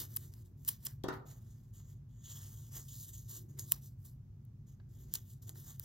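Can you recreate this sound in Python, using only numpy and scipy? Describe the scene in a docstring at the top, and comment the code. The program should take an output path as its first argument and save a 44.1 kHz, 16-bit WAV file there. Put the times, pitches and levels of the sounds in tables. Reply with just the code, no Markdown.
"""A wooden desk in a small room with a low ventilation hum: taping a cardboard tube.
A tape pull fades in a hiss, then tape peels off its roll in short rips; the roll is set down with a
double knock and a soft scuff. Fingers slide over the tube and press the tape on, which snaps as it
lets go of the skin; a brief crackling swell leads into the loudest snap. Faint bumps on the tube
and brushing arms lie underneath."""
import sys
import numpy as np
from scipy import signal
from scipy.fft import rfft, irfft, next_fast_len
from scipy.io import wavfile
from scipy.ndimage import uniform_filter1d, map_coordinates

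SR = 44100
rng = np.random.default_rng(int(sys.argv[2]) if len(sys.argv) > 2 else 0)


def dump_mix(stems):
    """Bounce the given channels to the path in sys.argv[1] as a 16-bit WAV at rate SR."""
    frames = np.atleast_2d(stems).T  # one column per channel
    limited = np.clip(frames, -1, 1)  # hard clip at full scale
    pcm = np.round(limited * 32767).astype(np.int16)
    wavfile.write(sys.argv[1], SR, pcm)


N = 257544

# hollow tube spectrum: freq_hz, level_db
TUBE = [(150, -5), (350, 9), (600, -3.5), (1050, 1.5), (1400, -1), (1850, 2.5), (2600, -11.5), (4500, -6.5),
        (9000, -45)]
# cardboard resonances under the tape: freq_hz, width_hz, level_db
CORE = [(1140, 55, -13), (2000, 160, -23), (2600, 300, -18), (3080, 400, -11), (3870, 300, -15),
        (4400, 260, -13), (5200, 380, -10), (6100, 260, -12), (7250, 380, -13)]


def rubbing():
    """Sliding friction, mostly fingers on tape and tube: fine hiss, resonant rasp, hollow body."""
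    # slides: start_s, length_s, level_db, swell_db, rasp_offset_db, tube_offset_db
    # -0.03 s: fading hiss of a tape pull; 1.115 s: soft, low scuff of the roll sliding on the desk
    slides = [(-.03, 0.09, -45, -26, -8, -13), (0.07, .19, -61.5, 2.5, -21, -15.5),
              (0.298, 0.11, -71, -4, -12, -9), (0.441, 0.02, -71.5, -2, -21, -18),
              (0.559, 0.077, -77, 8, -26, -24), (0.641, 0.064, -55.5, 11, -27, -16),
              (0.773, 0.1, -68.5, 29.5, -14, -8), (1.115, 0.026, -64.5, -6.5, -6, 13.5),
              (1.248, 0.066, -66, 10, 6, -4.5), (1.31, 0.38, -80, -7, 4.5, -5.5),
              (1.494, 0.037, -74, 0, 5, -22), (1.721, 0.076, -70, 5.5, 6.5, -9),
              (1.826, 0.085, -75.5, 5.5, 9.5, -5), (2.07, 0.16, -84, 15, 12, -3.5),
              (2.225, 0.091, -62.5, 10.5, 12.5, -11), (2.295, 0.5, -64, -19.5, 4, -12),
              (2.704, 0.075, -53.5, 11.5, 3.5, -12), (2.84, 0.029, -63.5, 3, -14, -15),
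              (2.877, 0.01, -53, 2, 4, -28), (2.889, 0.2, -57, -0.5, -2, -22),
              (3.111, 0.22, -65.5, -23, 6.5, -21.5), (3.27, 0.1, -54.5, 4.5, -1, -18.5),
              (3.478, 0.1, -75.5, -16, 7.5, -7), (3.56, .03, -68.5, 13.5, -10, -0.5),
              (3.586, 0.0042, -52.5, 8, 7, -20), (3.639, 0.084, -60, 15.5, -18, -24),
              (3.72, 0.036, -62, -2, -10, -5), (3.805, 0.058, -63.5, 4, -27, -25),
              (3.967, 0.072, -79.5, 10, -10.5, -15.5), (4.038, 0.035, -60.5, -4.5, -8.5, -22),
              (4.655, 0.067, -79, 4.5, 6.5, -8.5), (4.875, 0.16, -74.5, 8, 5.5, -9),
              (5.054, 0.05, -77, 5, 4, -1.5), (5.101, 0.051, -63, 21, 3.5, -10),
              (5.187, 0.067, -70.5, -2, -4, -22), (5.25, 0.054, -66.5, 13.5, -21, -24.5),
              (5.414, 0.022, -61.5, -3.5, -6, -16.5), (5.46, 0.057, -63, -9, 3, -9.5),
              (5.534, 0.16, -62, -7, -3, -17), (5.647, 0.058, -60, 9, 0, -12),
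              (5.745, 0.1, -72, 37, 0, -14.5)]
    # friction spectrum: freq_hz, level_db
    hiss_shape = [(1500, -35.5), (3000, -5), (4300, -5.5), (6000, 0.5), (8300, 2.5), (10000, 4.5),
                  (13000, 4), (15500, -1.5)]
    # hand-tube gap, low and high resonance: freq_hz, width_hz
    gap_modes = [(3300, 900), (6750, 1150)]
    # low resonance re high as the palm cups the tube: time_s, level_db
    cupping = [(.3, -15), (.9, 4), (1.298, -16), (2.35, -6.5), (3.2, -20), (3.5, -32), (5.0, -11)]
    power, t = np.zeros((3, N)), np.arange(SR) / SR
    for start_s, length_s, db, swell_db, rasp_db, tube_db in slides:
        envelope = slide_gain(t - min(start_s, 0), length_s, swell_db)
        add(power, start_s, (amp([[db], [db + rasp_db], [db + tube_db]]) * envelope) ** 2)
    hiss_gain, rasp_gain, tube_gain = np.sqrt(power)
    pressure_db = 1.3 * wobble(45) + .9 * wobble(250)  # uneven press, catching on the grain
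    catches = unit(film(slips(rate_hz=4.1, spread_db=3.5), tilt_db_oct=-1, core_db=-1.5))
    rub = friction(lambda x: coloured(x, hiss_shape) + amp(3) * resonate(x, CORE), 8600, scatter_db=-44)
    hiss = hiss_gain * (amp(2.5) * rub + amp(-25) * catches)
    low, high = [friction(lambda x: steep_band(x, hz, width_hz), rate_hz=7600, scatter_db=-20.5)
                 for hz, width_hz in gap_modes]
    cup_db = np.interp(np.arange(N) / SR, *np.transpose(cupping))
    rasp = rasp_gain * amp(-8) * (high + amp(cup_db) * low)
    tube = tube_gain * friction(lambda x: coloured(x, TUBE), rate_hz=5000, scatter_db=2.5)
    return room(patchy(amp(pressure_db) * (hiss + rasp + tube), depth_db=2.2), wet_db=-32.5)


def slide_gain(t, length_s, swell_db):
    """Soft rise, a hold that swells or sags, then release."""
    attack_s, release_db_per_s = min(.016 + .12 * length_s, length_s), 300
    rise = np.sin(np.pi / 2 * np.clip(t / attack_s, 0, 1)) ** 2
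    hold_db = swell_db * (np.clip(t / length_s, 0, 1) - .5)
    return rise * amp(hold_db - release_db_per_s * np.maximum(t - length_s, 0))


def snaps():
    """Adhesive lets go of the skin all at once; the taut film flicks, then flutters."""
    # releases: start_s, level_db, tilt_db_oct, core_db
    releases = [(0.17, -18.5, -8, 1), (0.3383, -38.5, -11, -3), (0.6497, -33, -2, -10),
                (0.6888, -31, -6, -11), (0.8685, -19, -9, 0), (3.595, -20, -8, -19), (3.721, -3, 5, 2),
                (4.019, -55, 7, -4), (4.452, -52.5, 8.5, 2.5), (5.139, -12, 3.5, -11),
                (5.1552, -17, -9.5, -1), (5.4937, -26, 1, 3), (5.7974, -23, 5.5, -4)]
    out, t = np.zeros((2, N)), np.arange(SR // 30) / SR
    lead_in = SR // 500
    strip_hz = 831  # a narrow strip radiates little below this
    for start_s, db, tilt_db_oct, core_db in releases:
        flick = rng.standard_normal(len(t)) * (.17 * np.exp(-t / .0003) + .018 * np.exp(-t / .003))
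        flick[0] = 1
        snap = film(np.pad(flick, (lead_in, 0)), tilt_db_oct, core_db)
        add(out, start_s - lead_in / SR, amp(db) * snap / np.abs(snap).max())
    return room(filtered(out, lambda hz: 1j * hz / (strip_hz + 1j * hz)), wet_db=-32)


def crackles():
    """Short swells of rapid jerks and fine crackle, mostly tape peeling by stick-slip."""
    # bursts: start_s, length_s, level_db, tilt_db_oct
    # 3.709 s: brief crackling swell leading into the loudest snap
    bursts = [(0.161, 0.0086, -33, 9.5), (0.676, 0.022, -31, 2.5), (0.848, 0.015, -41, 9),
              (0.858, 0.016, -44, -10.5), (3.709, 0.018, -43.5, 2), (5.141, 0.021, -43, -4)]
    jerk_hz, jitter = 413, .22
    out, t = np.zeros((2, N)), np.arange(SR // 20) / SR
    for start_s, length_s, db, tilt_db_oct in bursts:
        jerks = np.zeros(len(t))
        jerk_s = np.cumsum(1 + jitter * rng.standard_normal(16)) / jerk_hz
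        jerks[np.clip(np.round(jerk_s * SR).astype(int), 0, len(t) - 1)] = 1
        crackle = amp(10.5) * slips(rate_hz=3300, spread_db=1.5)[:len(t)]
        arch = np.sin(np.pi * np.minimum(t / length_s, 1))
        burst = film(arch * (unit(jerks) + crackle), tilt_db_oct, core_db=-2.5)
        add(out, start_s, amp(db) * np.sqrt(length_s / t[-1]) * unit(burst))
    return room(out, wet_db=-17)


def film(x, tilt_db_oct, core_db):
    """Slips sound through the tape and ring the cardboard; each grip shifts its resonances."""
    # taut tape spectrum: freq_hz, level_db
    tape_shape = [(150, -22), (700, -29), (1800, -22), (3200, -16.5), (5500, -10.5), (7800, -2.5),
                  (10200, 4.5), (12400, -1), (15200, -2), (16000, -10), (17000, -37)]
    tilted = [(hz, db + tilt_db_oct * np.log2(max(hz, 5000) / 9000)) for hz, db in tape_shape]
    grip = rng.standard_normal((len(CORE), 2))
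    modes = [(hz * (1 + .025 * detune), width_hz, db + core_db + 2 * boost)
             for (hz, width_hz, db), (detune, boost) in zip(CORE, grip)]
    return placed(coloured(x, tilted) + resonate(x, modes))


def roll():
    """The roll touches with its edge, lands and rocks flat; softer contacts ring only low modes."""
    # contacts: start_s, level_db, corner_hz, tick_db
    knocks = [(1.037, -57, 2500, -44), (1.0408, -28, 720, -62), (1.0828, -45, 2500, -48.5),
              (1.0859, -32, 2000, -43), (1.139, -50, 1500, -56)]
    # desk and roll modes: freq_hz, level_db, t60_s
    desk_modes = [(152, -4, .25), (205, 8, .045), (248, -6, .4), (288, -2, 0.32), (340, 14, .032),
                  (381, -1, 0.38), (425, -10, .3), (493, -8, 0.36), (600, 3, .04), (628, -9, 0.38),
                  (668, -11, .31), (739, -8, 0.28), (785, -7, 0.3), (915, -7, 0.36), (1006, -5, 0.36),
                  (1116, -6, 0.4), (1184, -8, .25), (1259, -3, 0.23), (1431, -14, 0.3), (1630, -13, .2),
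                  (1776, -4, 0.24), (1916, -9, 0.22), (2293, -20, 0.28), (2692, -23, 0.27),
                  (2815, -18, 0.23)]
    # desk stereo balance: freq_hz, left_minus_right_db
    balance = [(110, -14), (380, 5.5), (700, 0), (1300, 0), (4000, 6)]
    # dull impact spectrum: freq_hz, level_db
    thud_shape = [(80, -33), (170, -18), (380, -7.5), (550, -10.5), (800, -6), (1100, -6), (1800, -7.5),
                  (2500, -18.5), (5000, -43), (12000, -54)]
    rings, blows, t = np.zeros((2, N)), np.zeros((2, N)), np.arange(SR // 2) / SR
    ring, sides = 0, np.array([[.5], [-.5]])
    for hz, db, t60_s in desk_modes:
        phase = sides * rng.normal(0, 1.3) * hz / (hz + 500)  # low modes arrive more alike
        ring += amp(db + sides * along(balance, hz) - 60 * t / t60_s) * np.sin(2 * np.pi * hz * t + phase)
    ring *= 1 - np.exp(-t / .00051)
    flex_ms = (t - .0025) / .001
    flex = flex_ms * np.exp(-flex_ms ** 2)  # the roll's weight bends the top once
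    for start_s, db, corner_hz, tick_db in knocks:
        soften = lambda hz: 1 / (1 + 1.4j * hz / corner_hz - (hz / corner_hz) ** 2)
        thud = unit(coloured(rng.standard_normal(len(t)), thud_shape)) * np.exp(-t / .006)
        edge = resonate(rng.standard_normal((2, len(t))), [(4020, 2500, 10), (13100, 2700, 0)])
        tick = unit(edge) * np.exp(-t / .0038)
        body = filtered(placed(amp(-4) * thud + amp(-2) * flex), soften)
        add(rings, start_s, amp(db - 13.5) * filtered(ring, soften))
        add(blows, start_s, amp(db) * body + amp(tick_db) * tick)
    return rings + room(blows, wet_db=-3)


def taps():
    """Fingertips bump the tube: a short, dull flutter in the cardboard."""
    # bumps: start_s, level_db
    bumps = [(.868, -58), (1.8, -70), (3.362, -65), (4.799, -63), (5.155, -59), (5.495, -57), (5.557, -59),
             (5.802, -66)]
    out, t = np.zeros((2, N)), np.arange(SR // 10) / SR
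    for start_s, db in bumps:
        flutter = unit(coloured(rng.standard_normal(len(t)), TUBE)) * np.exp(-t / .0047)
        add(out, start_s, amp(db) * placed(flutter))
    return room(out, wet_db=-11.5)


def arms():
    """Arms shift above the desk, never quite still: swells of dull brushing."""
    # arm moves: centre_s, half_length_s, level_db
    moves = [(0.146, 0.36, -64.5), (0.706, 0.083, -95), (1.324, 0.6, -78.5), (3.515, 0.25, -63),
             (5.07, 0.14, -66), (5.548, 0.086, -63.5)]
    # sleeve spectrum: freq_hz, level_db
    sleeve = [(120, -17.5), (230, -1), (360, 3), (480, -11.5), (750, -24.5), (2500, -46)]
    t, rest_db = np.arange(N) / SR, -80.5
    swells = sum(amp(db) * np.exp(-((t - centre_s) / half_s) ** 2) for centre_s, half_s, db in moves)
    brushing = friction(lambda x: coloured(x, sleeve), rate_hz=4600, scatter_db=.5)
    return amp(-6) * (amp(rest_db) + swells) * brushing


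def ventilation():
    """Steady rumble, alike left and right in the bass, with three duct resonances."""
    # ventilation and still air spectrum: freq_hz, level_db
    air = [(15, -24), (30, -15), (48, 4.5), (80, 0), (125, 3.5), (165, -5.5), (220, -6.5), (300, -20),
           (380, -22.5), (500, -32.5), (900, -35.5), (2000, -44.5), (8000, -58), (15000, -60)]
    # duct resonances: freq_hz, width_hz, level_db
    ducts = [(99.3, 6.2, 2), (114.8, 10.5, 2.5), (138.26, 5.1, 2)]
    # left-right likeness: freq_hz, correlation
    likeness = [(130, .98), (290, 0.76), (640, 0.062), (3000, 0.05)]

    def mid_side(hz):
        angle = np.arccos(np.clip(along(likeness, hz), -1, 1)) / 2
        return amp(along(air, hz)) * [np.cos(angle), np.sin(angle)]
    mid, side = filtered(rng.standard_normal((2, N)), mid_side)
    drone = sum(amp(db) * unit(steep_band(rng.standard_normal(N), hz, 2 * width_hz))
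                for hz, width_hz, db in ducts)
    return amp(-56.5) * unit(np.array([mid + side, mid - side])) + amp(-53.5) * unit(drone)


def mic_hiss():
    """Faint, even microphone hiss."""
    # self-noise spectrum: freq_hz, level_db
    noise_shape = [(1500, -19.5), (3000, -2.5), (6500, 5.5), (9500, -10.5), (12500, 3.5), (15500, 3)]
    return amp(-86) * unit(coloured(rng.standard_normal((2, N)), noise_shape))


def room(x, wet_db):
    """Add a diffuse tail whose treble dies first."""
    # room decay: freq_hz, t60_s
    decay = [(200, 0.33), (530, 0.67), (1400, 0.38), (4000, 0.18), (14000, 0.065)]
    hz, t, spectrum = signal.stft(rng.standard_normal((2, SR // 2)), SR, nperseg=256)
    tail = signal.istft(spectrum * amp(-60 * t / along(decay, hz)[:, None]), SR, nperseg=256)[1]
    tail[:, :SR // 400] = 0  # pre-delay
    return x + amp(wet_db) * signal.fftconvolve(x, tail / np.linalg.norm(tail[0]), axes=1)[:, :N]


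def placed(x):
    """Mono to stereo; the right channel leads the left by a phase that grows with frequency."""
    # phase between channels: freq_hz, right_lead_rad
    lead = [(20, 0), (1000, 0), (1700, 1.3), (2400, 3.2), (3100, 5.8), (3500, 6.2), (4500, 6.45),
            (6800, 7.6), (8000, 8.35), (9000, 9.2), (10000, 9.45), (12000, 10.8), (14000, 12.5),
            (16000, 12.6)]
    return filtered(x[None], lambda hz: np.exp(.5j * along(lead, hz) * np.array([[-1], [1]])))


def friction(shape, rate_hz, scatter_db):
    """Direct slips plus sound scattered by desk and hands; stereo, rms 1."""
    direct = placed(slips(rate_hz, spread_db=-.5))
    return unit(shape(direct + amp(scatter_db) * rng.standard_normal((2, N))))


def slips(rate_hz, spread_db):
    """Random micro-slips of uneven size, rms 1."""
    impulses = (rng.random(N) < rate_hz / SR) * rng.standard_normal(N)
    return unit(impulses * amp(spread_db * rng.standard_normal(N)))


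def patchy(x, depth_db):
    """The colour drifts as the fingers shift and cover the tube."""
    spectrum = signal.stft(x, nperseg=256)[2]
    drift = uniform_filter1d(rng.standard_normal(spectrum.shape[1:]), size=5, axis=0)
    drift = uniform_filter1d(drift, size=24, axis=1)
    return signal.istft(spectrum * amp(depth_db * unit(np.tanh(unit(drift)))), nperseg=256)[1][:, :N]


def wobble(rate_hz):
    """Smooth random curve."""
    knots = rng.standard_normal(int(N * rate_hz / SR) + 4)
    return map_coordinates(knots, [np.arange(N) * rate_hz / SR])


def steep_band(x, hz, width_hz):
    """One resonance applied twice, for steep flanks."""
    mode = [(hz, width_hz, 0)]
    return resonate(resonate(x, mode), mode)


def resonate(x, modes):
    """Parallel resonances: freq_hz, width_hz, level_db."""
    return filtered(x, lambda f: sum(amp(db) * 1j * f * width / (hz * hz - f * f + 1j * f * width)
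                                     for hz, width, db in modes))


def coloured(x, points):
    """Minimum-phase filter through points: freq_hz, level_db."""
    def response(hz):
        cepstrum = irfft(np.log(amp(along(points, hz))))
        cepstrum[1:len(hz) - 1] *= 2
        cepstrum[len(hz):] = 0
        return np.exp(rfft(cepstrum))
    return filtered(x, response)


def filtered(x, response):
    """Apply a complex frequency response."""
    size = x.shape[-1]
    padded = next_fast_len(size + 8192)
    return irfft(rfft(x, padded) * response(np.fft.rfftfreq(padded, 1 / SR)), padded)[..., :size]


def along(points, hz):
    """Interpolate on a log frequency axis."""
    freqs_hz, values = np.transpose(points)
    return np.interp(np.log(hz + 1), np.log(freqs_hz + 1), values)


def add(track, start_s, x):
    """Mix x into track."""
    part = track[..., max(round(start_s * SR), 0):][..., :x.shape[-1]]
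    part += x[..., :part.shape[-1]]


def amp(db):
    """Decibels to gain."""
    return 10 ** (np.asarray(db) / 20)


def unit(x):
    """Scale to rms 1."""
    return x / np.sqrt(np.mean(x ** 2) + 1e-20)


def scene():
    """Hands, tape and roll over the room's hum."""
    return rubbing() + taps() + arms() + crackles() + snaps() + roll() + ventilation() + mic_hiss()


def record(dry):
    """Steep low-pass at the band limit."""
    top_hz = 15950
    return filtered(dry, lambda hz: 1 / np.sqrt(1 + (hz / top_hz) ** 160))


dry = scene()
out = record(dry)
dump_mix(out)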